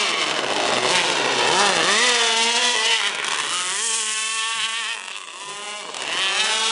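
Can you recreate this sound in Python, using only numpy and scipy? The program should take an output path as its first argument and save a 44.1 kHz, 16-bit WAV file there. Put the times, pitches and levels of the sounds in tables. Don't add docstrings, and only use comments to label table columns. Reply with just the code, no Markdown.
import sys
import numpy as np
from scipy import signal
from scipy.fft import rfft, irfft, next_fast_len
from scipy.io import wavfile
from scipy.ndimage import uniform_filter1d, map_coordinates

SR = 44100
rng = np.random.default_rng(int(sys.argv[2]) if len(sys.argv) > 2 else 0)


def unload_audio(sound):
    columns = np.transpose(np.atleast_2d(sound))
    steps = np.round(np.clip(columns, -1, 1) * 32767)
    wavfile.write(sys.argv[1], SR, steps.astype(np.int16))


N = 295911
LEAD = SR
TIME = np.arange(-LEAD, N) / SR
SIZE = next_fast_len(len(TIME) + 2 * SR, real=True)
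HZ = np.fft.rfftfreq(SIZE, 1 / SR)
TOP_HZ = 10200

# (time [s], rate [Hz])
FIRING_RATE = [(-0.1, 234), (0.03, 205.8), (0.13, 158.1), (0.2, 160.5), (0.45, 102.8), (0.55, 99.8),
               (0.69, 124.4), (0.85, 126.1), (0.915, 177.5), (0.955, 184), (1.03, 169.7), (1.1, 150.1),
               (1.27, 123.3), (1.43, 117.3), (1.55, 178.2), (1.62, 206), (1.66, 203.3), (1.77, 168.6),
               (1.83, 156.7), (1.89, 193.2), (1.97, 218.2), (2.02, 242.5), (2.06, 251.2), (2.2, 232),
               (2.33, 223.3), (2.57, 236.6), (2.6, 247.6), (2.73, 243.6), (2.755, 215.9), (2.85, 222.3),
               (2.88, 230.5), (2.95, 229.6), (3.03, 197.1), (3.08, 202.8), (3.21, 138.9), (3.3, 134.5),
               (3.39, 150.6), (3.46, 142.7), (3.53, 177.9), (3.69, 182.6), (3.77, 202.2), (3.85, 231.7),
               (3.92, 221.2), (3.97, 227.7), (4.03, 215.6), (4.25, 219.9), (4.57, 227.5), (4.7, 223.7),
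               (4.95, 225.2), (5.015, 182.9), (5.11, 188.2), (5.175, 208.7), (5.25, 164.1), (5.31, 163.7),
               (5.42, 199.4), (5.62, 207.3), (5.79, 210.8), (5.94, 129.4), (6.03, 130.2), (6.11, 164.9),
               (6.22, 191.9), (6.31, 194.3), (6.44, 217.5), (6.71, 226)]
# (time [s], half length [s], rate change [Hz], rasp change [dB])
REV_FLICKS = [(2.512, .03, 4.5, -0.5), (2.592, 0.019, 8, -1), (2.82, .03, 0, -3), (2.869, .025, 0, 5),
              (2.933, .035, -1, 5), (3.065, .024, 3, 3), (4.288, 0.022, 0.5, 1), (4.338, 0.019, 1.5, -2),
              (4.421, 0.028, -1.5, 5.5), (4.535, 0.017, 0.5, 3), (4.61, 0.032, -12.5, 6),
              (4.649, 0.017, 1, 7.5), (4.781, 0.035, 7, 6), (4.852, .028, -12, 3), (4.912, .028, 7, 7),
              (4.979, 0.02, -4.5, -3), (5.146, 0.038, 1, 8), (6.249, 0.059, -0.5, 6.5),
              (6.403, .018, 3.5, 7.5)]
# (frequency [Hz], gain [dB])
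STERN_SPECTRUM = [(50, -79), (95, -42), (135, -27), (225, -17.5), (450, -8), (660, -21.5), (890, -3),
                  (1120, 2.5), (1420, -11.5), (1850, -1.5), (2150, -11), (2700, -2.5), (3200, -3.5),
                  (3800, -9.5), (4550, -10), (5200, -6.5), (10000, -4.5)]


def engine(chop_db=0.76, flicker_db=1.0, splash_db=1.39, wash_sizzle_db=6):
    # (time [s], share heard from astern [0-1])
    heading = [(0, 0), (2.9, 0), (3.4, 0.96), (3.8, 0.94), (4.95, 0.94), (5.5, 0.88), (6.1, 0.21),
               (6.7, 0.3)]
    # (frequency [Hz], gain [dB])
    bow_spectrum = [(50, -57), (85, -39), (125, -16), (230, -8.5), (460, 1.5), (700, -9), (950, -1),
                    (1200, -7.5), (1420, -9.5), (1650, -5.5), (1950, -0.5), (2300, -7), (2750, 3.5),
                    (3350, -1.5), (4450, -8), (5200, -7.5), (10000, -15.5)]
    # (time [s], bass [dB], treble [dB])
    wash_ratio = [(0, -7, 6), (.6, 15, -0.5), (.85, 0.5, 1), (.95, -5, -4), (1.2, 6.5, 2), (1.4, 2, 4),
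                  (1.55, -5, -3.5), (1.87, -4.5, -3.5), (2.1, -11.5, -1.5), (2.7, -2.5, -3.5),
                  (3.07, -10, -5), (3.14, -5, -2), (3.45, -6, -3.5), (3.53, -8, -7), (3.85, -22.5, -10.5),
                  (4.9, -10.5, -13.5), (5.25, -6.5, -9.5), (5.78, -6, -6.5), (5.9, -5, 2), (6.05, 1, 0),
                  (6.25, 2, -9.5), (6.7, -0.5, -4.5)]
    edges_hz = [620, 1500, 2400, 4500]
    blast = exhaust(*firings())
    astern = np.clip(curves(heading)[0], 0, 1)
    bow, stern = (steady(filtered(blast, outlet(side))) for side in (bow_spectrum, STERN_SPECTRUM))
    direct = water_bounce((1 - astern) * bow + astern * stern)
    wash = water_bounce(shore(blast))
    lowpasses = [0] + [1 / (1 + (HZ / hz) ** 8) for hz in edges_hz] + [HZ < TOP_HZ]
    boom, honk, whine, rasp, sizzle = band_levels_db(astern)
    shake_db = chop_db * wobble(TIME, rate_hz=35)
    sizzle = sizzle + splash_db * wobble(TIME, rate_hz=110)
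    gains = [amp(shake_db + db + flicker_db * wobble(TIME, rate_hz=60))
             for db in (boom, honk, whine, rasp, sizzle)]
    bass_db, treble_db = curves(wash_ratio)
    wets = amp([bass_db, (bass_db + treble_db) / 2, treble_db, treble_db, treble_db + wash_sizzle_db])
    return sum(gain * steady(filtered(direct + wet * wash, upper - lower))
               for gain, wet, lower, upper in zip(gains, wets, lowpasses, lowpasses[1:]))


def firings(jitter_s=18e-6, slack_jitter_s=80e-6, scatter=0.12, waver=0.0022, four_stroke=0.45,
            smooth_hz=175, stumble_hz=125, slack_per_oct=3.8):
    flicks_hz = sum(hz * bell(s, half_s) for s, half_s, hz, _ in REV_FLICKS)
    rate_hz = curves(FIRING_RATE)[0] + flicks_hz
    turns = np.cumsum(rate_hz * (1 + waver * wobble(TIME, rate_hz=35))) / SR
    times = np.interp(np.arange(1, turns[-1]), turns, TIME)
    _, lost_oct = rev_octaves()
    starved = np.maximum(smooth_hz - rate_hz, 0) / (smooth_hz - stumble_hz) + slack_per_oct * lost_oct
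    sputter = 0.9 * bell(centre_s=5.15, half_s=0.2)
    slack = np.clip(np.interp(times, TIME, starved + sputter), 0, 1)
    late, strong = rng.uniform(-1, 1, (2, 2048))[:, :len(times)]
    alternation = 1 + four_stroke * slack * (-1) ** np.arange(len(times))
    sizes = alternation * (1 + strong * np.minimum(scatter + slack, 1))
    return times + late * (jitter_s + slack * slack_jitter_s), sizes


def rev_octaves(racing_hz=220, coast_s=0.047):
    revs_oct = np.log2(curves(FIRING_RATE)[0] / racing_hz)
    return revs_oct, np.maximum(np.interp(TIME - coast_s, TIME, revs_oct) - revs_oct, 0)


def exhaust(times, sizes, gas_gain=0.55, gas_hz=5800, glint_gain=0.27, glint_hz=700, spread_s=0.004):
    train = pulses(times, sizes)
    gas = gas_gain * filtered(puffs(train, decay_s=0.001), HZ ** 3 / np.hypot(HZ ** 3, gas_hz ** 3))
    glints = 0
    for delay_s in rng.uniform(0, spread_s, size=6):
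        path_s = delay_s * (1 + 0.06 * wobble(times, rate_hz=3))
        glints = glints + pulses(times + path_s, glint_gain * sizes * wobble(times, rate_hz=5))
    return train + gas + filtered(glints, HZ / np.hypot(HZ, glint_hz))


def outlet(spectrum, pivot_hz=3000):
    # (frequency [Hz], width [Hz], gain [dB])
    wall_modes = [(2660, 220, -7), (3080, 220, -8), (3420, 200, 0)]
    ring = sum(amp(db) * 1j * HZ * width / (hz ** 2 - HZ ** 2 + 1j * HZ * width)
               for hz, width, db in wall_modes)
    allpass = (pivot_hz - 1j * HZ) / (pivot_hz + 1j * HZ)
    return colour(spectrum) * allpass * (1 + ring)


def band_levels_db(astern, rasp_db_per_oct=1, sizzle_db_per_oct=6.5, coast_db_per_oct=12):
    # (time [s], level [dB])
    boom_level = [(0.0, -35.5), (0.9, -26), (1.0, -31), (1.5, -25.5), (2.9, -36.5), (3.0, -42.5),
                  (3.1, -39.5), (3.7, -44), (3.9, -42), (4.1, -45.5), (4.2, -49), (5.3, -53.5),
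                  (5.5, -45.5), (6.71, -37.5)]
    # (time [s], level [dB])
    rasp_level = [(0, -21), (.45, -27), (.85, -24), (.98, -20.5), (1.25, -23.5), (1.85, -22), (2.6, -21.5),
                  (3.075, -22), (3.11, -32.5), (3.3, -28), (3.47, -28), (3.53, -25), (3.8, -32),
                  (4.45, -26.5), (4.94, -30.5), (4.96, -34.5), (5.15, -36.5), (5.4, -36.5), (5.9, -35),
                  (6.22, -26), (6.71, -21.5)]
    # (time [s], level [dB])
    whine_level = [(0.0, -30), (0.17, -26.5), (0.56, -33), (0.9, -30), (0.99, -20), (1.03, -31),
                   (2.0, -23.5), (2.5, -28), (3.07, -27.5), (3.13, -28.5), (3.24, -25.5), (3.29, -33),
                   (3.37, -27), (3.45, -32), (3.6, -30.5), (4.04, -33), (4.06, -30), (4.91, -31.5),
                   (4.97, -36), (5.34, -47), (5.75, -36), (5.92, -49), (6.13, -27.5), (6.5, -28.5),
                   (6.71, -37)]
    # (time [s], half length [s], honk gain [dB])
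    beam_sweeps = [(1.623, 0.082, 5), (4.467, 0.16, 5)]
    boom, reach, whine = curves(boom_level) + curves(rasp_level) + curves(whine_level)
    revs_oct, lost_oct = rev_octaves()
    coast_db = coast_db_per_oct * lost_oct
    abeam = bell(centre_s=3.936, half_s=0.56)
    flick_db = sum(db * bell(s, half_s) for s, half_s, _, db in REV_FLICKS)
    beam_db = sum(db * bell(s, half_s) for s, half_s, db in beam_sweeps)
    aim_db = 2.5 * astern - 3 * abeam + beam_db
    honk = (boom + reach) / 2 + 0.28 + aim_db - coast_db
    whine = whine - 2.5 + 0.19 * flick_db
    rasp = reach - 4 + rasp_db_per_oct * revs_oct + flick_db - coast_db
    carry_db = reach + 0.42 * (boom - reach) + 9.5 * abeam
    sizzle = carry_db + 0.5 + sizzle_db_per_oct * revs_oct + 0.082 * flick_db - coast_db
    return boom, honk, whine, rasp, sizzle


def water_bounce(x, half_width_hz=150):
    # (time [s], lower centre [Hz], gain [dB], upper centre [Hz], gain [dB])
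    bounce_bands = [(0.1, 1130, 9, 2270, 5), (.42, 1180, 10.5, 2300, -0.5), (.7, 717.5, 2.5, 2000, 4),
                    (.96, 899.2, 3, 2050, 6.5), (1.3, 790, -0.5, 1800, -1.5), (1.62, 1195, 7.5, 1749, 4),
                    (1.85, 1179, 9, 1793, 9), (2.0, 1208, 6, 2000, 17.5), (2.2, 1180, 1, 1877, 3),
                    (2.45, 1212, -3, 1615, -3.5), (2.72, 722.2, 2.5, 1960, 2), (2.9, 1380, -5, 2080, 9.5),
                    (3.07, 1320, 7.5, 2020, 16), (3.15, 950, 6, 1860, -11), (3.24, 1150, 5, 1580, 2.5),
                    (3.37, 1100, 13, 1680, 11), (3.44, 1116, 10, 1800, 7), (3.53, 1252, 21, 1998, 5),
                    (3.7, 1269, 10, 2034, 7), (3.9, 1157, -2, 1981, -3.5), (4.5, 1130, 13.5, 1820, -1),
                    (4.8, 1115, 10, 1820, 0.5), (5.5, 1011, 11, 1800, -2), (6.1, 990, 2, 1700, -2.5),
                    (6.7, 1260, 4, 1520, 4)]
    # (time [s], centre [Hz], gain [dB])
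    scream_band = [(0.1, 2670, 1.5), (1.0, 3497, -1.5), (1.9, 2571, 1), (2.33, 3440, 1.5), (2.6, 3330, 1),
                   (2.89, 3006, 6.5), (3.2, 3047, 0), (3.9, 3137, 9.5), (4.4, 2710, 1.5), (4.9, 2550, 1),
                   (5.4, 2980, 1.5), (6.1, 2802, 5.5), (6.3, 3600, 2)]
    hz, t, spectra = signal.stft(x, SR, nperseg=1024)
    tracks = [np.interp(t + TIME[0], TIME, v) for v in curves(bounce_bands) + curves(scream_band)]
    gain_db = sum(db / (1 + ((hz[:, None] - centre_hz) / half_width_hz) ** 2)
                  for centre_hz, db in zip(tracks[::2], tracks[1::2]))
    return signal.istft(spectra * amp(gain_db), SR)[1][:len(x)]


def afterfires(crack_hz=6000, thud_hz=900, gas_gain=0.65):
    # (time [s], peak without gas [dB])
    cracks = [(0.5356, -11), (0.8386, -12), (3.0003, -14), (3.015, -11), (3.0747, -10.5), (3.0946, -10),
              (3.2454, -4), (3.2676, -10), (3.2824, -4), (3.3194, -6), (3.3337, -4), (3.3477, -9),
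              (3.3615, -10), (3.3749, -9), (3.3881, -7.5), (3.4014, -2), (3.4354, -8.5), (3.4493, -15),
              (3.4632, -16), (3.4768, -11), (5.0547, -25), (5.0812, -19), (5.2732, -24), (5.3036, -25),
              (5.9451, -10.5), (5.9684, -7.5), (5.9913, -18), (6.0212, -8), (6.0371, -12), (6.1908, -10)]
    # (time [s], peak without gas [dB])
    thuds = [(5.8526, -20.5), (5.892, -21), (5.981, -34), (6.071, -20), (6.1506, -17)]
    out = 0
    for rows, damping in [(cracks, 1 + 1j * HZ / crack_hz), (thuds, (1 + 1j * HZ / thud_hz) ** 2)]:
        times, db = np.transpose(rows)
        pipe = outlet(STERN_SPECTRUM) / damping
        pipe_peak = np.abs(irfft(pipe * (HZ < TOP_HZ))).max()
        train = pulses(times, amp(db)) / pipe_peak
        out = out + filtered(train + gas_gain * puffs(train, decay_s=0.0018), pipe)
    return out


def shore(blast, t60_s=1.25, rise_s=0.035, delay_s=0.12, smear_s=0.0072, slap_gain=3,
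          blur_gain=0.4, blur_hz=250):
    # (frequency [Hz], gain [dB])
    wash_spectrum = [(40, -37.5), (90, -19.5), (200, -7), (360, -3), (750, -0.5), (1200, -4.5),
                     (1650, -1.5), (2600, 4), (3500, 5), (3950, -2), (4250, 0.5), (4550, -7), (5000, -7.5),
                     (10000, -21.5)]
    # (frequency [Hz], width [Hz], gain [dB])
    pipe_modes = [(128, 25, 6), (250, 40, 4), (375, 45, 4), (512, 40, 3.5), (615, 40, 3), (708, 45, 4),
                  (810, 45, 1)]
    t = np.arange(2 * SR) / SR
    slap = slap_gain * (t > delay_s) * np.exp(-np.abs(t - delay_s) / smear_s)
    trees = amp(-60 * t / t60_s) * (1 - np.exp(-t / rise_s))
    impulse_response = rng.standard_normal(len(t)) * (slap + trees)
    echo = steady(filtered(blast, rfft(impulse_response, SIZE)))
    blur = blur_gain * filtered(noise(), HZ / np.hypot(HZ, blur_hz))
    pipe_db = sum(db / (1 + (2 * (HZ - hz) / width) ** 2) for hz, width, db in pipe_modes)
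    return steady(filtered(echo + blur, colour(wash_spectrum) * amp(pipe_db)))


def spray(flutter_db=2.8):
    # (time [s], level [dB])
    hiss_level = [(3.1, -71), (3.55, -40), (3.9, -28.5), (4.3, -38), (4.65, -40.5), (5, -48.5)]
    # (frequency [Hz], gain [dB])
    hiss_spectrum = [(50, -83), (300, -29), (1500, -27), (4500, -14), (6500, 22.5), (8500, 27),
                     (10000, -28)]
    hiss = steady(filtered(noise(), colour(hiss_spectrum)))
    return hiss * amp(curves(hiss_level)[0] + flutter_db * wobble(TIME, rate_hz=230))


def zoom_motor(hum_hz=151):
    # (start [s], length [s], rms level [dB])
    runs = [(3.658, 0.087, -57), (4.554, 0.1, -56), (5.452, 0.11, -57), (6.148, 0.092, -56)]
    out = 0
    for start_s, length_s, db in runs:
        running = (TIME > start_s) & (TIME < start_s + length_s)
        out = out + amp(db) * running * np.sqrt(2) * np.cos(2 * np.pi * hum_hz * (TIME - start_s))
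    return out


def air(level_db=-78):
    spectrum = [(25, -8.0), (120, -9.5), (1000, -23.5), (8000, -38)]  # (frequency [Hz], gain [dB])
    return amp(level_db) * steady(filtered(noise(), colour(spectrum)))


def amp(db):
    return 10 ** (np.asarray(db) / 20)


def steady(x):
    power = uniform_filter1d(uniform_filter1d(x ** 2, size=3500), size=3500)
    return x / np.sqrt(np.abs(power) + 1e-14)


def curves(rows):
    times, *columns = np.transpose(rows)
    return [np.interp(TIME, times, column) for column in columns]


def bell(centre_s, half_s):
    return np.exp(-((TIME - centre_s) / half_s) ** 2)


def noise():
    return rng.standard_normal(len(TIME))


def wobble(t, rate_hz):
    return map_coordinates(rng.standard_normal(size=2048), [(t - TIME[0]) * rate_hz], mode="mirror")


def filtered(x, response):
    return irfft(rfft(x, SIZE) * response, SIZE)[:len(TIME)]


def colour(points):
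    hz, db = np.transpose(points)
    cepstrum = irfft(np.log(amp(np.interp(np.log(HZ + 1), np.log(hz), db))), SIZE)
    cepstrum[1:SIZE // 2] *= 2
    cepstrum[SIZE // 2 + 1:] = 0
    return np.exp(rfft(cepstrum))


def pulses(times, sizes):
    at = times * SR + LEAD
    taps = np.floor(at).astype(int)[:, None] + np.arange(-7, 9)
    offset = taps - at[:, None]
    weights = sizes[:, None] * np.sinc(offset) * np.sinc(offset / 8)
    return np.bincount(np.maximum(taps, 0).ravel(), weights.ravel(), len(TIME))[:len(TIME)]


def puffs(train, decay_s):
    pole = np.exp(-1 / (decay_s * SR))
    return noise() * np.sqrt(np.abs(signal.lfilter([1 - pole], [1, -pole], train ** 2)))


def scene():
    mix = engine() + afterfires() + spray() + zoom_motor() + air()
    return mix[None, LEAD:].repeat(2, axis=0)


def record(dry, ceiling=0.44, low_cut_hz=45):
    rounded = dry / (1 + np.abs(dry / ceiling) ** 6) ** (1 / 6)
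    low_cut = HZ / np.hypot(HZ, low_cut_hz)
    high_cut = 1 / np.sqrt(1 + (HZ / TOP_HZ) ** 400)
    return irfft(rfft(rounded, SIZE) * low_cut * high_cut, SIZE)[:, :N]


dry = scene()
out = record(dry)
unload_audio(out)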